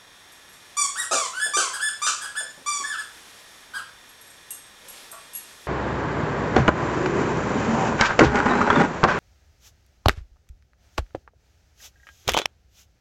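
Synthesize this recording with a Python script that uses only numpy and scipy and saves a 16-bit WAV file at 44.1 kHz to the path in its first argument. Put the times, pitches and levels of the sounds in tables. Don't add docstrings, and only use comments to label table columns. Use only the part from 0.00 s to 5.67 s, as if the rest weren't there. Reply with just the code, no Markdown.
import sys
import numpy as np
from scipy import signal
from scipy.fft import rfft, irfft, next_fast_len
from scipy.io import wavfile
from scipy.ndimage import uniform_filter1d, minimum_filter1d, map_coordinates

SR = 44100
rng = np.random.default_rng(int(sys.argv[2]) if len(sys.argv) > 2 else 0)


def persist_wave(psi):
    counts = np.round(np.clip(psi, -1, 1) * 32767).astype(np.int16)
    wavfile.write(sys.argv[1], SR, np.atleast_2d(counts).T)


N = 250027
TOP_HZ = 15850


def amp(db):
    return 10 ** (np.asarray(db) / 20)


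def unit(x):
    return x / np.sqrt(np.mean(x ** 2) + 1e-20)


def along(points, hz):
    point_hz, values = np.transpose(points)
    return np.interp(np.log(hz + 1), np.log(point_hz + 1), values)


def wobble(rate, size):
    knots = rng.standard_normal(int(size * rate / SR) + 4)
    return map_coordinates(knots, [np.arange(size) * rate / SR])


def filtered(x, response):
    padded = next_fast_len(len(x) + 8192)
    spectrum = rfft(x, padded) * response(np.fft.rfftfreq(padded, 1 / SR))
    return irfft(spectrum, padded)[:len(x)]


def noise(spectrum, size):
    return unit(filtered(rng.standard_normal(size), lambda hz: amp(along(spectrum, hz))))


def add(track, s, sound):
    part = track[round(s * SR):][:len(sound)]
    part += sound[:len(part)]


# frequency in Hz, relative level in dB.
HISS_SPECTRUM = [(12, -38), (20, -7), (81, -7), (255, -9.5), (318, -10), (471, -8.5), (573, -9.5),
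                 (1090, -6.5), (1400, -7.5), (1800, -6), (2900, -14), (3620, -7), (4410, -16), (11100, -21),
                 (15900, -37)]
# mean frequency in Hz, rms level in dB.
WHINE_LINES = [(1717, -64.5), (1863, -64), (1895, -87), (2439, -67), (3262, -66.5), (3521, -69),
               (3553, -65), (5545, -77.5), (5572, -64), (6406, -68.5)]


def background(hiss_db):
    whine = np.zeros(N)
    for hz, db in WHINE_LINES:
        phase = 2 * np.pi * np.cumsum(hz + 9 * wobble(70, N)) / SR
        whine += amp(db) * np.sqrt(2) * np.sin(phase)
    return amp(hiss_db) * noise(HISS_SPECTRUM, N) + whine


# frequency in Hz, t60 in seconds.
ROOM_DECAY = [(150, 0.15), (600, 0.46), (1500, 0.38), (5000, 0.49), (9000, 0.43), (15000, 0.11)]
# delay in seconds, relative signed strength.
REFLECTIONS = [(.0047, 0.39), (0.0096, -0.82), (0.0187, 0.61), (0.0253, 0.22), (0.0315, -.25),
               (.0383, 0.23), (0.0464, 0.3)]


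def room(x, early_db, tail_db):
    hz, t, cells = signal.stft(rng.standard_normal(SR), SR, nperseg=256)
    decay = amp(-60 * t / along(ROOM_DECAY, hz)[:, None])
    tail = signal.istft(cells * decay, SR, nperseg=256)[1]
    tail = tail * (1 - np.exp(-np.arange(len(tail)) / SR / 0.0076))
    response = amp(tail_db) * tail / np.linalg.norm(tail)
    for delay, strength in REFLECTIONS:
        add(response, delay, [amp(early_db) * strength])
    return x + signal.fftconvolve(x, response)[:N]


# middle in seconds, half width in seconds, relative level in dB.
RUB_SWELLS = [(.4, .25, -71), (1.5, 1, -51.5), (3.2, 0.45, -50), (4.45, 0.62, -55), (4.98, 0.1, -46.5),
              (5.5, 0.39, -49.5)]
# frequency in Hz, relative level in dB.
CLOTH_SPECTRUM = [(120, -28), (200, -7.5), (236, -11.5), (305, -7.5), (500, -5.5), (600, -6.5), (3480, -5),
                  (11700, -11.5), (15900, -34)]


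def rustle():
    t = np.arange(N) / SR
    power = sum(amp(db) ** 2 * np.exp(-((t - s) / width) ** 2) for s, width, db in RUB_SWELLS)
    strokes = amp(0.67 * wobble(25, N))
    return np.sqrt(power) * strokes * noise(CLOTH_SPECTRUM, N)


# start in seconds, relative level in dB,
# gain of the 7-9.5 kHz modes in dB, gain of the modes above 12 kHz in dB.
TAG_CLINKS = [(0.3203, -34, -6, 0), (0.4894, -42, 0, 0), (0.5307, -38.5, 6, 0), (4.0911, -40, -2, -2),
              (4.212, -34.5, -2, 4), (4.2696, -39, 5, 0), (4.3023, -35, 6, 0), (4.506, -15.5, -3, 3),
              (4.884, -24, -8, -2), (5.1147, -25, 9, 18), (5.3334, -24, -9, -2), (5.3505, -18, -9, -4),
              (5.3705, -24, -7, -2)]
# nominal frequency in Hz, relative level in dB, t60 in seconds.
TAG_MODES = [(2790, -14, .1), (6400, -18, 0.25), (7260, -8.5, 0.13), (8320, 4, 0.076), (8380, -4.5, 0.29),
             (8500, -13, .12), (11320, -2, 0.091), (11300, -0.5, 0.11), (11300, 1, 0.067),
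             (12740, -11, 0.083), (13290, -23, .1)]


def tags():
    out, t = np.zeros(N), np.arange(SR // 2) / SR
    hz, mode_db, t60 = np.transpose(TAG_MODES)[:, :, None]
    middle, top = (hz > 7000) & (hz < 9500), hz > 12000
    tick_spectrum = [(1500, -28), (5000, -12), (8000, 3), (11500, 2.5), (15500, -18)]  # (Hz, dB)
    for s, db, middle_db, top_db in TAG_CLINKS:
        strength = mode_db + rng.uniform(-2, 2.4, hz.shape) + middle * middle_db + top * top_db
        pitch = hz * (1 + 0.0012 * rng.standard_normal(hz.shape))
        modes = amp(strength - 60 * t / t60) * np.sin(2 * np.pi * (pitch * t + rng.random(hz.shape)))
        ring = modes.sum(axis=0) / np.linalg.norm(amp(strength))
        tick = amp(-60 * t / 0.092) * noise(tick_spectrum, len(t))
        onset = 1 - np.exp(-t / 0.00031)
        add(out, s, amp(db - 10.5) * onset * (ring + 0.45 * tick))
    return out


# start in seconds, relative level in dB.
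FLOOR_KNOCKS = [(5.125, -40.5)]
# centre in Hz, width in Hz, relative level in dB.
BOARD_RESONANCES = [(660, 52, -5), (1125, 56, -2.5), (1390, 57, -7), (1890, 90, -15), (2600, 90, -16)]


def boards(hz):
    response = 0
    for k, (centre, width, db) in enumerate(BOARD_RESONANCES):
        damping = 1j * hz * width
        response = response + (-1) ** k * amp(db) * damping / (centre * centre - hz * hz + damping)
    return response


def knocks():
    out, t = np.zeros(N), np.arange(SR // 4) / SR
    for s, db in FLOOR_KNOCKS:
        envelope = amp(db - 60 * t / 0.21) * (1 - np.exp(-t / 0.00091))
        add(out, s, envelope * unit(filtered(rng.standard_normal(len(t)), boards)))
    return out


def thumps(blows, body):
    out, t = np.zeros(N), np.arange(SR // 4) / SR
    for s, db, t60 in blows:
        envelope = amp(db - 2.5 - 60 * t / t60) * (1 - np.exp(-t / 0.0019))
        add(out, s, envelope * noise(body, len(t)))
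    return out


# start in seconds, relative level in dB, t60 in seconds.
FOOT_SHIFTS = [(2.575, -42.5, 0.13), (2.8, -42, 0.11)]
# frequency in Hz, relative level in dB.
FOOT_SPECTRUM = [(50, -25), (150, -12), (260, -5), (400, -4), (620, -5), (900, -12), (2500, -52)]


def footfalls():
    return thumps(FOOT_SHIFTS, FOOT_SPECTRUM)


# start in seconds, relative level in dB, t60 in seconds.
JAW_BLOWS = [(1.111, -19.5, 0.067), (1.129, -19, 0.1), (1.456, -29.5, 0.075), (1.567, -22.5, 0.12),
             (1.592, -44, 0.16), (2.066, -26, 0.022), (2.246, -46, 0.059), (2.405, -40.5, 0.12),
             (4.82, -54.5, 0.56)]
# frequency in Hz, relative level in dB.
JAW_SPECTRUM = [(50, -59), (130, -26), (260, -13.5), (430, 2.5), (650, 2.5), (900, -3.5), (1300, -50),
                (2500, -70)]


def jaw_thumps():
    return thumps(JAW_BLOWS, JAW_SPECTRUM)


def reed(strokes, overtones, breeze, jitter, waver, flutter, air, doubling, opening, round_db, round_s, level_db):
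    out = np.zeros(N)
    k = np.arange(1, 15)[:, None]
    for s, t, pitch, db, rough, treble_db in strokes:
        size = len(t)
        rough = np.clip(rough, 0, 1)
        unsteady = jitter * rough * wobble(898.7, size) + waver * wobble(177.5, size)
        phase = 2 * np.pi * np.cumsum(pitch * (1 + unsteady)) / SR
        slap_db = opening * (db - db.max()) - round_db * np.exp(-t / round_s)
        bright_db = slap_db * np.minimum(k - 1, 4) / 4
        cover_db = treble_db * np.minimum(k * pitch / 8000, 1) ** 2
        gains = amp(along(overtones, k * pitch) + bright_db + cover_db) * (k * pitch < TOP_HZ)
        tone = unit(np.sum(gains * np.sin(k * phase), axis=0))
        alternation = doubling * rough * wobble(248.2, size) * np.sin(phase / 2)
        tone = tone * (1 + alternation + flutter * rough * wobble(696, size))
        edges = np.clip(t / 0.0012, 0, 1) * np.clip((t[-1] - t) / 0.0041, 0, 1)
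        air_share = air * rough
        mixture = (tone + air_share * noise(breeze, size)) / np.sqrt(1 + air_share ** 2)
        add(out, s, amp(db + level_db) * edges * mixture)
    return out


STALL_HZ, GLIDE_POWER = 1215, 2.1
STALL_DB, STALL_POWER, STALL_ROUGH = 15.5, 0.8, 0.39
# start in seconds,
# rise, hold and fall in seconds, first and top mean pitch in Hz, relative level at the top in dB,
# base roughness from 0 to 1, treble gain in dB.
REFILL_PULLS = [ (0.956, .044, 0.0015, .046, 1221, 1922, -24, 0.14, 7),
                (1.33, .06, 0.0067, 0.019, 1283, 1529, -29, 0.08, -2),
                (1.397, .052, 0.0097, 0.012, 1640, 1739, -24.5, 0.02, 2),
                (1.728, 0.013, 0.0013, 0.034, 1345, 1664, -27, 0.3, 5),
                (1.795, 0.04, 0.04, 0.022, 1278, 1734, -24, 0, 1.5),
                (2.211, 0.014, 0.00495, 0.039, 1473, 1670, -28.5, 0.25, 4),
                (2.352, .03, 0.013, 0.017, 1290, 1754, -25, 0.1, 1),
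                (2.837, .042, 0.0023, .082, 1689, 1774, -25.5, 0.07, -7.5),
                (2.976, 0.0074, .011, 0.028, 1586, 1715, -30.5, 0.15, -1),
                (3.736, 0.018, 0.0034, 0.049, 1377, 1620, -29, 0.31, -4), ]


def releases():
    for s, rise, hold, fall, first_hz, top_hz, db, rough, treble_db in REFILL_PULLS:
        t = np.arange(0, rise + hold + fall, 1 / SR)
        rising, falling = np.clip([1 - t / rise, (t - rise - hold) / fall], 0, 1) ** GLIDE_POWER
        pitch = top_hz - (top_hz - first_hz) * rising - (top_hz - STALL_HZ) * falling
        slack = np.clip((top_hz - pitch) / (top_hz - STALL_HZ), 0, 1)
        yield s, t, pitch, db - STALL_DB * slack ** STALL_POWER, rough + STALL_ROUGH * slack, treble_db


# frequency in Hz, relative level in dB.
INWARD_OVERTONES = [(1200, 11.5), (1700, -1.5), (2600, -3.5), (3400, -10.5), (4100, -11.5), (4900, -10),
                    (5600, -16.5), (6400, -18.5), (7100, -9.5), (8500, -6.5), (10400, -15.5),
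                    (12200, -31.5), (15500, -38)]
# frequency in Hz, relative level in dB.
INTAKE_SPECTRUM = [(400, -9), (700, -9), (870, 5), (1100, 11), (1500, 15), (2100, -35), (3800, 0.5),
                   (6000, -12.5), (8500, -23), (10300, -6), (12000, -11), (15000, -20)]


def refill():
    return reed(releases(), INWARD_OVERTONES, INTAKE_SPECTRUM,
                jitter=0.056, waver=0.0061, flutter=0.075, air=0.92, doubling=0.34,
                opening=0.18, round_db=8, round_s=0.01, level_db=-0.5)


OVERBLOW_ATTACK_S, OVERBLOW_POWER = 0.0053, 1.5
# start in seconds, length in seconds, and at full force
# the pitch jump in Hz, extra level in dB, extra roughness from 0 to 1.
OVERBLOWN_SNAPS = [(1.109, 0.017, 172.6, 1, 0.35), (1.128, .028, 276.4, -1, .9),
                   (1.57, .047, 432.7, 7, 0.18), (2.064, .04, 400.6, 3.5, 0.94)]


def overblow(t):
    extra = np.zeros((3, len(t)))
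    for s, length, *excess in OVERBLOWN_SNAPS:
        attack = np.clip((t - s) / OVERBLOW_ATTACK_S, 0, 1)
        settling = 1 - np.clip((t - s) / length, 0, 1) ** OVERBLOW_POWER
        extra += np.outer(excess, attack * settling)
    return extra


SCOOP_HZ, SCOOP_S = 73, 0.00598
ATTACK_DB, ATTACK_S = 9, 0.008
SAG_POWER, SPENT_ROUGH = 2.1, 0.11
# start in seconds, length in seconds,
# pitch before scoop, sag and overblowing in Hz, sag by the end in Hz, relative level in dB, fade by the end in dB,
# base roughness from 0 to 1, treble gain in dB.
BITE_STROKES = [ (0.768, .1, 1182, 105.8, -18, 7.5, 0.04, 5.5), (1.11, 0.16, 1212, 255, -17, 15.5, 0.11, 0),
                (1.535, .15, 1204, 237.2, -17, 16.5, 0.09, -0.1),
                (2.017, 0.0973, 1201, 29.6, -19.5, 6.5, 0.13, -2.5),
                (2.661, .175, 1174, 75, -21.5, 12, 0.06, -2), ]


def bites():
    for s, length, hz, sag_hz, db, fade_db, rough, treble_db in BITE_STROKES:
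        t = np.arange(0, length, 1 / SR)
        spent = (t / length) ** SAG_POWER
        jump_hz, push_db, rasp = overblow(s + t)
        pitch = hz - SCOOP_HZ * np.exp(-t / SCOOP_S) - sag_hz * spent + jump_hz
        level = db - ATTACK_DB * np.exp(-t / ATTACK_S) - fade_db * t / length + push_db
        yield s, t, pitch, level, rough + SPENT_ROUGH * spent + rasp, treble_db


# frequency in Hz, relative level in dB.
OUTWARD_OVERTONES = [(1000, 2), (1250, 3), (1600, -3), (2350, -8), (3500, -7), (4700, -7), (5800, -3.5),
                     (7100, -1), (8200, -4.5), (9400, -9), (10600, -21), (12000, -28.5), (15500, -46)]
# frequency in Hz, relative level in dB.
RASP_SPECTRUM = [(400, 0.5), (750, -13), (1200, -5), (1550, 12), (2050, -2), (2800, 11), (4500, 9),
                 (7500, 17), (9300, 5), (11000, -32), (15000, -38)]


def squeeze():
    return reed(bites(), OUTWARD_OVERTONES, RASP_SPECTRUM,
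                jitter=0.0704, waver=0.0074, flutter=1.0, air=0.71, doubling=0.032,
                opening=0.21, round_db=1, round_s=0.019, level_db=-2.5)


def scene():
    toy_and_floor = squeeze() + refill() + jaw_thumps() + footfalls() + knocks()
    in_room = room(toy_and_floor, early_db=-5.5, tail_db=-3.0)
    collar = room(tags(), early_db=-7.5, tail_db=-4.5)
    return (in_room + collar + rustle() + background(hiss_db=-52.5))[None]


def record(dry):
    x = dry[0]
    needed = np.minimum(1, amp(-9) / (np.abs(x) + 1e-9))
    gain = uniform_filter1d(minimum_filter1d(needed, size=200), size=200)
    return filtered(x * gain, lambda hz: hz < TOP_HZ)[None]


dry = scene()
out = record(dry)
persist_wave(out)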